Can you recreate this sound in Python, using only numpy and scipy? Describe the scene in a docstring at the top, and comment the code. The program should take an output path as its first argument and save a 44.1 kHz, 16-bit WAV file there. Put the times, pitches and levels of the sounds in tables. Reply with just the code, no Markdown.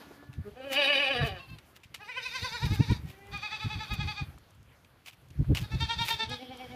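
"""Dirt yard beside a house wall: a low-voiced nanny, three higher voices and a far kid bleat, at times overlapping.
Each bleat is a chain of throbs in pitch and loudness, about ten a second: pulses and breath through throat resonances.
Some begin as a hum until the mouth opens; a faint drone of steady partials sounds at the start.
Wind puffs thump on the microphone as lumpy bass noise; feet scuff and leaves rustle as bursts of gritty noise.
Short ticks and soft knocks of hoof on wood stand over a quiet, flickering hush of noise bands."""
import sys
import numpy as np
from scipy import signal
from scipy.io import wavfile
from scipy.ndimage import uniform_filter1d, map_coordinates

SR = 44100
rng = np.random.default_rng(int(sys.argv[2]) if len(sys.argv) > 2 else 0)


def int16_out(signal):
    """Quantize to a 16-bit WAV file."""
    q = np.round(np.clip(np.atleast_2d(signal).T, -1, 1) * 32767)
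    wavfile.write(sys.argv[1], SR, q.astype(np.int16))


N = 297675

# how each voice opens its mouth: opens_s, dip_depth_db, shut_nose_db, shut_top_db, level_crest_flatness
MOUTH_MANNER = {"grunt": (.9, 31, 2, -21, 1), "nanny": (0.73, 1.9, 11, -6.5, 2.2),
                "hum": (3.9, 4, 0, -.3, 0), "wavering": (2.22, 11, 0, -12, 1),
                "steady": (3.3, 15.5, 0, 0, 1.4), "chopped": (5.5, 20.5, 2, -0.5, 1.64),
                "turned": (6.5, 12, 7, 7, 1.9), "kid": (-3, 20, .3, 2, 3.5)}
# how each voice throbs: pitch_sag (0-1), pitch_crest_flatness, dip_place between crests (0-1),
# hum_share of the throb while humming (0-1)
THROB_SWING = {"grunt": (.02, 1.5, .55, 1), "nanny": (.08, .9, .6, .4), "wavering": (.13, .75, .46, 1),
               "hum": (.01, 1, .5, 1), "steady": (.165, 2, .6, 1), "chopped": (.09, 1.8, .57, 1),
               "turned": (.07, 1.2, .52, 1), "kid": (.06, 2, .55, 1)}


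def amp(db):
    """Gain of a level in dB."""
    return 10 ** (np.asarray(db) / 20)


def rms_one(x):
    """Scaled to rms 1."""
    return x / np.sqrt(np.mean(x ** 2) + 1e-20)


def band(x, low_hz, high_hz, order=2):
    """Butterworth band-pass."""
    edges_hz = [low_hz, min(high_hz, .45 * SR)]
    return signal.sosfilt(signal.butter(order, edges_hz, "band", fs=SR, output="sos"), x)


def wobble(n, hz):
    """Smooth random drift at about hz, spread near 1."""
    step = max(int(SR / hz / 16), 1)
    at = np.arange(0, n + step, step)
    knots = rng.standard_normal(size=5000)
    smooth = map_coordinates(knots, [1 + at / SR * hz * 2], order=3)
    return np.interp(np.arange(n), at, smooth)


def resonance(x, hz, width_hz):
    """Two-pole resonance with gain 1 on top."""
    r = np.exp(-np.pi * width_hz / SR)
    top = np.array([1, 0, -1]) * (1 - r * r) / 2
    return signal.lfilter(top, [1, -2 * r * np.cos(2 * np.pi * hz / SR), r * r], x)


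def bump(t, at, rise, fall):
    """Envelope in dB: up 20 dB over rise, down 20 dB over fall."""
    return np.where(t < at, -20 * (at - t) / rise, -20 * (t - at) / fall)


def goats():
    """All bleats, with wall and ground echoes and a short diffuse tail from the yard."""
    # throbs of each bleat: crest_s, pitch_hz, level_db, brightness_db
    nanny_grunt = [(.475, 206.5, -40, -5)]
    nanny_first = [(.59, 259.8, -44, -5), (.658, 281, -41, -1.5), (.79, 293.6, -25, 5.5),
                   (.902, 293.3, -24.5, 5), (1.01, 290.3, -26.5, 4.5), (1.11, 278.8, -29, 3.5),
                   (1.206, 242.6, -30.5, -8), (1.25, 234.7, -33.5, -4), (1.335, 186.4, -44.5, -4)]
    far_kid = [(1.415, 544, -49, -0.5), (1.515, 529.3, -54, 1)]
    wavering = [(2.022, 425, -45.5, -4.5), (2.102, 509.5, -39, 7.5), (2.178, 519.4, -34, 4.5),
                (2.262, 515.7, -35.5, 12), (2.358, 527, -33.5, 7.5), (2.454, 516, -32, 3.5),
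                (2.554, 486.3, -34.5, -3.5), (2.642, 484.7, -34, -3.5), (2.734, 434.8, -39, -5),
                (2.826, 476, -39, -1.5), (2.91, 486.5, -37.5, 0.5)]
    steady_hum = [(3.05, 378, -57, 0), (3.14, 388, -55, 0), (3.21, 398, -53, 0), (3.3, 405, -50, 0)]
    steady = [(3.35, 409.2, -37.5, 4.5), (3.444, 423, -34, 6.1), (3.532, 432, -34.5, 6.1),
              (3.624, 434.4, -36, 6.1), (3.72, 432, -35.5, 3.6), (3.812, 435.7, -37, 4.5),
              (3.92, 418.7, -36.5, 3.2), (4.012, 419.8, -35.5, 4.8), (4.092, 423, -34.5, 7.2),
              (4.184, 412.8, -37.5, 4)]
    chopped = [(5.644, 419, -47.5, -7), (5.728, 440.7, -42, 7), (5.822, 457.8, -31, 0),
               (5.912, 464.5, -30, 3.5), (6.01, 466.4, -28.5, 4.5), (6.116, 457.4, -29, 4),
               (6.214, 448.8, -31, 2.2), (6.325, 420, -36, -3.5)]
    nanny_last = [(6.125, 214.2, -51.5, -11), (6.225, 219.4, -44, -9), (6.32, 251.8, -43, -11),
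                  (6.428, 259.8, -42.5, -7.5), (6.516, 260.8, -42, -12.5), (6.62, 257.7, -43, -8.5),
                  (6.735, 252, -44.5, -16)]
    # throat resonances of each bleat: centre_hz, width_hz, relative_level_db
    grunt_throat = [(210, 110, -6), (412, 120, -1), (830, 98, -22), (1250, 220, -20)]
    nanny_throat = [(265, 265, -12), (514, 260, -4), (773, 100, -2), (1146, 140, -10.5), (1738, 173, -3.5),
                    (2307, 220, -9.5), (2520, 154, -1), (2970, 127, -0.5), (3420, 97, -17.5),
                    (3824, 180, -14), (4700, 213, -18), (5680, 570, -37), (8340, 590, -46.5),
                    (9540, 350, -38.5), (12800, 2500, -48.5)]
    kid_throat = [(1140, 330, 2.5), (2720, 110, 9), (3250, 240, -7), (3630, 160, -10), (4290, 460, -6)]
    wavering_throat = [(600, 310, -1.5), (1006, 280, 1), (1577, 120, 4), (1820, 110, 0), (2350, 380, 2),
                       (3100, 420, -16.5), (3696, 260, 2), (4500, 460, -7.5), (4880, 330, -4.5),
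                       (6050, 740, -15), (7270, 330, -21.5), (11200, 9400, -30)]
    hum_throat = [(400, 140, 2), (800, 150, -3), (1600, 250, -14), (2010, 180, -1), (2420, 200, -5),
                  (3000, 300, -12)]
    steady_throat = [(414, 390, -29), (866, 240, 0), (1310, 440, -2.5), (1885, 190, -0.5),
                     (2034, 240, -10.5), (2478, 132, 3), (3460, 270, -4), (3810, 240, -9), (4550, 310, -7),
                     (6030, 510, -23), (7400, 820, -31.5), (11800, 6100, -50)]
    chopped_throat = [(470, 150, -24.5), (938, 100, 0.5), (1430, 220, -7), (1807, 150, -6.5),
                      (2380, 330, -9), (2670, 250, -8), (3214, 71, -6.5), (3620, 164, -1), (4350, 510, -11),
                      (4700, 460, -12), (5560, 820, -21), (8000, 1900, -35)]
    nanny_turned_throat = [(269, 110, 0), (482, 116, -1.5), (810.5, 82, 3.5), (1700, 280, -18.5),
                           (2245, 110, 6.5), (2780, 740, -7), (3209, 290, -3), (4300, 1350, -20),
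                           (5710, 330, -22)]
    # echoes of wall and ground: delay_s, level_db
    echoes = [(.009, -14), (.026, -15), (.047, -23)]
    tail_t60_s, tail_db = .2, -20

    dry = bleat(nanny_grunt, grunt_throat, "grunt")
    dry = dry + bleat(nanny_first, nanny_throat, "nanny")
    dry = dry + bleat(far_kid, kid_throat, "kid")
    dry = dry + bleat(wavering, wavering_throat, "wavering")
    dry = dry + bleat(steady_hum, hum_throat, "hum")
    dry = dry + bleat(steady, steady_throat, "steady")
    dry = dry + bleat(chopped, chopped_throat, "chopped")
    dry = dry + bleat(nanny_last, nanny_turned_throat, "turned")

    t = np.arange(SR // 2) / SR
    diffuse = band(rng.standard_normal(len(t)), 480, 3500, order=1)
    tail = diffuse * amp(-60 * t / tail_t60_s) * (t > .015)
    yard = amp(tail_db) * tail / np.sqrt(np.sum(tail ** 2))
    for delay_s, db in echoes:
        yard[int(delay_s * SR)] += amp(db)
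    return dry + signal.fftconvolve(dry, yard)[:N]


def bleat(throbs, throat, name):
    """Glottal pulses and gated breath through the throat; belly throbs swing pitch and level between crest and dip."""
    # grain of each voice: pitch_jitter (0-1), phase_rasp (radians), raggedness_db, breath (0-1)
    voice_grain = {"grunt": (.003, .022, 3, .15), "nanny": (.003, .022, 3, .14),
                   "wavering": (.005, .035, 3.5, .26), "hum": (.002, .02, 3, .1),
                   "steady": (.003, .022, 2.5, .24), "chopped": (.003, .025, 2.5, .2),
                   "turned": (.004, .025, 3, .18), "kid": (.003, .02, 3, .06)}
    opening_s = .015         # how fast the mouth opens
    hum_breath = .25         # share of breath and rasp while humming
    top_follows = .57        # share of brightness in the top resonances
    top_in_dip_db = 8        # the top resonances hold up in the dips
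    opens_s, _, nose_db, top_db, level_arch = MOUTH_MANNER[name]
    pitch_arch = THROB_SWING[name][1]
    jitter, rasp, ragged_db, breath = voice_grain[name]
    crest_s, crest_hz, crest_db, bright_db = np.transpose(throbs)
    dip_s, dip_hz, dip_db = throb_turns(throbs, name)

    start, end = int(dip_s[0] * SR), min(int((dip_s[-1] + .03) * SR), N)
    t = np.arange(start, end) / SR
    k = np.clip(np.searchsorted(dip_s, t) - 1, 0, len(crest_s) - 1)
    side = k + (t > crest_s[k])   # the dip on this side of the crest
    away = np.clip((t - crest_s[k]) / (dip_s[side] - crest_s[k]), 0, 1)
    away = (1 - np.cos(np.pi * away)) / 2   # 0 on the crest, 1 in the dip
    # an arch above 1 flattens the crest
    pitch = crest_hz[k] + (dip_hz[side] - crest_hz[k]) * away ** pitch_arch
    level = crest_db[k] + (dip_db[side] - crest_db[k]) * away ** level_arch
    level = level - 900 * np.maximum(t - dip_s[-1], 0)   # quick fade after the last dip
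    phase = 2 * np.pi * np.cumsum(pitch * (1 + jitter * wobble(len(t), 150))) / SR

    shut = (1 - np.tanh((t - opens_s) / opening_s)) / 2
    bright = np.interp(t, crest_s, bright_db)
    cleaner = 1 - (1 - hum_breath) * shut   # the hum has less rasp and breath
    rasp, breath = rasp * cleaner, breath * cleaner

    # the folds close unevenly: every overtone swells and fades and slips in phase on its own
    pulses = 0
    for h in range(1, 46):
        swell = (h * pitch < 13000) * amp(ragged_db * wobble(len(t), 30.19))
        slipped = phase + rasp * wobble(len(t), 60)
        pulses = pulses + swell * np.cos(h * slipped + .08 * h * h)
    air = signal.lfilter([1, -.75], [1], rng.standard_normal(len(t)))   # bright hiss
    gated_air = breath * (1 + 4 * away) * (1 + np.cos(phase)) * air     # while the folds are open
    source = rms_one(pulses) * amp(1.57 * wobble(len(t), 90)) + gated_air

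    nose = amp(nose_db * shut)
    mouth = amp(bright)
    top = amp(top_follows * bright + top_db * shut) * amp(top_in_dip_db * away)
    voice = 0
    for j, (hz, width, db) in enumerate(throat):
        opening = nose if hz < 700 else 1 if hz < 2000 else mouth if hz < 3200 else top
        # a wider resonance taken twice leaves dark valleys; a single one fills its skirts
        double = resonance(resonance(source, hz, 1.63 * width), hz, 1.63 * width)
        single = resonance(source, hz, width)
        voice = voice + (-1) ** j * amp(db) * opening * (double + .33 * single)
    voice = voice / np.sqrt(uniform_filter1d(voice ** 2, size=2000) + 1e-12)   # evened before the throbs
    out = np.zeros(N)
    out[start:end] = voice * amp(level)
    return out


def throb_turns(throbs, name):
    """Dips before, between and after the crests, where belly pressure sags: time, pitch and level."""
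    lead_s, lead_db = .036, -18   # a bleat swells from here to its first crest
    tail_s, tail_db = .06, -2.5   # and dies to below dip depth after its last
    s, hz, db, _ = np.transpose(throbs)
    opens_s, depth_db, *_ = MOUTH_MANNER[name]
    sag, _, dip_place, hum_share = THROB_SWING[name]
    dip_s = s[:-1] + dip_place * np.diff(s)
    share = np.where(dip_s > opens_s, 1, hum_share)
    dip_hz = (hz[:-1] + hz[1:]) / 2 * (1 - sag * share)
    dip_db = (db[:-1] + db[1:]) / 2 - depth_db * share
    all_s = np.r_[s[0] - lead_s, dip_s, s[-1] + tail_s]
    all_hz = np.r_[(1 - sag) * hz[0], dip_hz, hz[-1] * (1 - sag)]
    all_db = np.r_[db[0] + lead_db, dip_db, db[-1] - depth_db + tail_db]
    return all_s, all_hz, all_db


def wind():
    """Eddies at the microphone port: lumpy bass whose sharper puffs reach higher."""
    # puffs on the microphone: peak_s, level_db, length_s
    puffs = [(.299, -43, .031), (0.396, -32.5, 0.046), (1.23, -27, 0.064), (1.327, -38, .048),
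             (1.529, -45, 0.09), (2.432, -34.5, 0.024), (2.653, -25.5, 0.054), (2.721, -23, 0.04),
             (2.805, -19.5, 0.034), (2.916, -21, 0.042), (3.053, -37, 0.051), (3.349, -43, 0.1),
             (3.663, -26.5, 0.031), (3.769, -36, 0.066), (3.927, -30, .038), (3.997, -30.5, 0.029),
             (4.051, -33, 0.11), (4.223, -31.5, 0.035), (4.295, -42, 0.041), (4.597, -57.5, 0.2),
             (5.408, -23, .051), (5.514, -21, 0.072), (5.627, -30, 0.038), (5.752, -27.5, 0.059),
             (5.829, -28.5, 0.06), (6, -35, .075), (6.15, -43, 0.039), (6.303, -41, 0.1), (6.71, -52, 0.16)]
    low_hz, high_hz, upper_hz = 56, 145, 330
    calm_db = -66.5   # rumble in still air, before the gusts
    gust_db, gust_s, gust_lag_s = -24, .11, .052   # each puff leaves a longer, weaker gust
    upper_share_db, sharp_from_db, sharp_slope = -15.5, -27.5, 1.62   # louder puffs gain upper bass

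    t = np.arange(0, N, 20) / SR   # power is drawn on a coarse clock
    gusts = sum(amp(db + gust_db) ** 2 * np.exp(-((t - s - gust_lag_s) / gust_s) ** 2)
                for s, db, _ in puffs)
    low = (amp(calm_db) ** 2 + gusts) * amp(4.8 * wobble(N, 28)[::20]) ** 2
    upper = low * amp(-14.5) ** 2
    for s, db, length in puffs:
        upper_db = upper_share_db + sharp_slope * max(db - sharp_from_db, 0)
        shape = amp(db) ** 2 * np.exp(-(3.07 * (t - s) / length) ** 2)
        low = low + shape
        upper = upper + shape * amp(upper_db) ** 2 * np.exp(-(4.4 * (t - s) / length) ** 2)
    thump = band(rng.standard_normal(N), low_hz, high_hz, order=3)
    edge = band(rng.standard_normal(N), high_hz, upper_hz, order=3)
    out = 0
    for noise, power in ((thump, low), (edge, upper)):
        evened = noise / np.sqrt(uniform_filter1d(noise ** 2, size=1300))   # every puff moves air
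        out = out + evened * np.interp(np.arange(N) / SR, t, np.sqrt(power))
    return out


def scuffs():
    """Gritty bursts of hollow mid body and bright hiss: sudden and dull for feet, swelling and bright for leaves."""
    # scuffs of feet: peak_s, level_db, fall_s (to -20 dB)
    foot_scuffs = [(.330, -56, .05), (1.586, -48, .015), (1.835, -52, .04), (1.944, -37, .03),
                   (2.913, -39, .02), (4.848, -54, .012), (5.061, -50, .03), (5.082, -43, .02),
                   (5.305, -53, .012), (5.55, -32, .03), (5.57, -40, .04)]
    # resonances of the body: centre_hz, width_hz, relative_level_db
    body_modes = [(980, 1100, -8), (2490, 1020, 2), (3530, 160, -16)]
    # rustles of leaves: peak_s, hiss_level_db, rise_s (from -20 dB)
    leaf_rustles = [(.735, -39.5, .03), (1.265, -50.5, .04), (1.764, -56.5, .015), (2.66, -51, .03),
                    (2.75, -49, .04), (3.1, -61, .08), (3.94, -47, .017), (5.08, -55, .03),
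                    (5.135, -62, .015), (5.58, -52, .03), (5.62, -54, .035), (6.085, -41, .07)]
    foot_rise_s, foot_hiss_db = .0018, -17   # hiss relative to body
    strike_db = 6                            # first contact of a foot, over its grit
    leaf_fall, leaf_body_db = 1.04, 6        # fall as a multiple of the rise; body over hiss

    t = np.arange(N) / SR
    grit = amp(4 * wobble(N, 300))
    noise = rng.standard_normal((2, N)) * grit
    body = rms_one(sum(amp(db) * resonance(noise[0], hz, width) for hz, width, db in body_modes))
    bright = band(noise[1], 7200, 19700, order=1)
    hiss = rms_one(bright - .7 * resonance(bright, 8600, 2500))   # a hollow near 8.6 kHz
    feet = [(s, db, db + foot_hiss_db, foot_rise_s, fall) for s, db, fall in foot_scuffs]
    leaves = [(s, db + leaf_body_db, db, rise, leaf_fall * rise) for s, db, rise in leaf_rustles]
    out = np.zeros(N)
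    for s, body_db, hiss_db, rise, fall in feet + leaves:
        i = slice(max(int((s - 3 * rise) * SR), 0), int((s + 3 * fall) * SR))
        out[i] += amp(bump(t[i], s, rise, fall)) * (amp(body_db) * body[i] + amp(hiss_db) * hiss[i])

    strikes = np.zeros(N)
    for s, db, _ in foot_scuffs:
        strikes[int((s - foot_rise_s / 2) * SR)] = amp(db + strike_db)
    click = np.eye(1, 400)[0]
    ring = sum(amp(db) * resonance(click, hz, width) for hz, width, db in body_modes)
    return out + signal.fftconvolve(strikes, ring / np.abs(ring).max())[:N]


def ticks():
    """Ticks of twigs and grit and hoof knocks: brief dying noise around a centre; fainter ones come at random."""
    # dry ticks of twigs and grit: start_s, peak_db
    dry_ticks = [(1.502, -54), (1.6975, -64), (3.1877, -53), (3.2694, -52), (3.3747, -43), (4.384, -48.5),
                 (4.5067, -54), (4.6294, -55), (4.8474, -69), (5.2854, -56), (5.3054, -53), (5.8075, -40),
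                 (6.296, -40), (6.5725, -46)]
    # soft knocks of hoof on wood: start_s, peak_db, centre_hz
    hoof_knocks = [(.108, -40.5, 407), (.225, -45, 496), (4.378, -45.5, 855), (5.445, -45.5, 900)]
    tick_hz = 5960
    out, t = np.zeros(N + SR), np.arange(SR // 10) / SR
    placed = [(s, db, tick_hz) for s, db in dry_ticks] + hoof_knocks
    faint = [(place * N / SR, -66 + 6 * loud, 2000 * 6.4 ** high)
             for place, loud, high in rng.random(size=(45, 3))]
    for s, db, hz in placed + faint:
        t60_s = .014 + 25 / hz   # lower ones die more slowly
        dying = rng.standard_normal(len(t)) * amp(-60 * t / t60_s)
        crack = band(dying, hz / 2.2, hz * 1.8, order=1 + (hz < 1000))
        out[int(s * SR):][:len(t)] += amp(db) * crack / np.abs(crack).max()
    return out[:N]


def drone():
    """A few nearly steady partials on one slowly gliding pitch."""
    # course of the drone: time_s, pitch_hz, level_db (before the partials' own levels)
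    course = [(0, 287.7, -57.5), (.2, 287, -56.5), (.4, 289.5, -59), (0.481, 292, -62)]
    # its partials: multiple of the pitch, relative_level_db
    partials = [(1, -1), (2, -19), (4, -13), (5, -10.5), (6, -8.5), (8, -27)]
    s, hz, db = np.transpose(course)
    t = np.arange(int(s[-1] * SR)) / SR
    pitch = np.interp(t, s, hz) * (1 + .003 * wobble(len(t), 30))
    phase = 2 * np.pi * np.cumsum(pitch) / SR
    tone = sum(amp(d + 2.5 * wobble(len(t), 15)) * np.sin(round(h) * phase) for h, d in partials)
    return np.pad(tone * amp(np.interp(t, s, db)), (0, N - len(t)))


def hush():
    """Leaves and far yard noise in half-octave bands, each flickering a little."""
    # colour of the hush: centre_hz, relative_density_db (per Hz)
    colour = [(88, -30), (150, -3), (656, -6.5), (1110, -9), (1420, -9), (2450, -12.5), (2810, -13.5),
              (3220, -14), (8330, -29.5), (10900, -22), (15500, -31.5)]
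    # its course: time_s, level_db
    course = [(0, -55), (.25, -63), (1.0, -54), (1.88, -65.5), (2.5, -59.5), (4.0, -57), (4.4, -63),
              (5.3, -65), (5.6, -55.5), (6.75, -57.5)]
    edges_hz = 150 * 2 ** np.arange(0, 7.1, .5)
    together = wobble(N, 5)   # drift shared by all bands
    white = rng.standard_normal(size=(2, N))
    hz, db = np.transpose(colour)
    out = 0
    for k, (low, high) in enumerate(zip(edges_hz, edges_hz[1:])):
        level = np.interp(np.log(low * high) / 2, np.log(hz), db)
        flicker = 1.3 * together + 2.1 * wobble(N, 10)
        out = out + amp(level + flicker) * band(white[k % 2], low, high)
    return rms_one(out) * amp(np.interp(np.arange(N) / SR, *np.transpose(course)))


def scene():
    """Everything at one microphone."""
    return (goats() + wind() + scuffs() + ticks() + drone() + hush())[None]


def record(dry):
    """The top is cut steeply, 70 dB down from 16.1 kHz."""
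    return signal.sosfilt(signal.cheby2(14, 70, 16100, fs=SR, output="sos"), dry)


dry = scene()
out = record(dry)
int16_out(out)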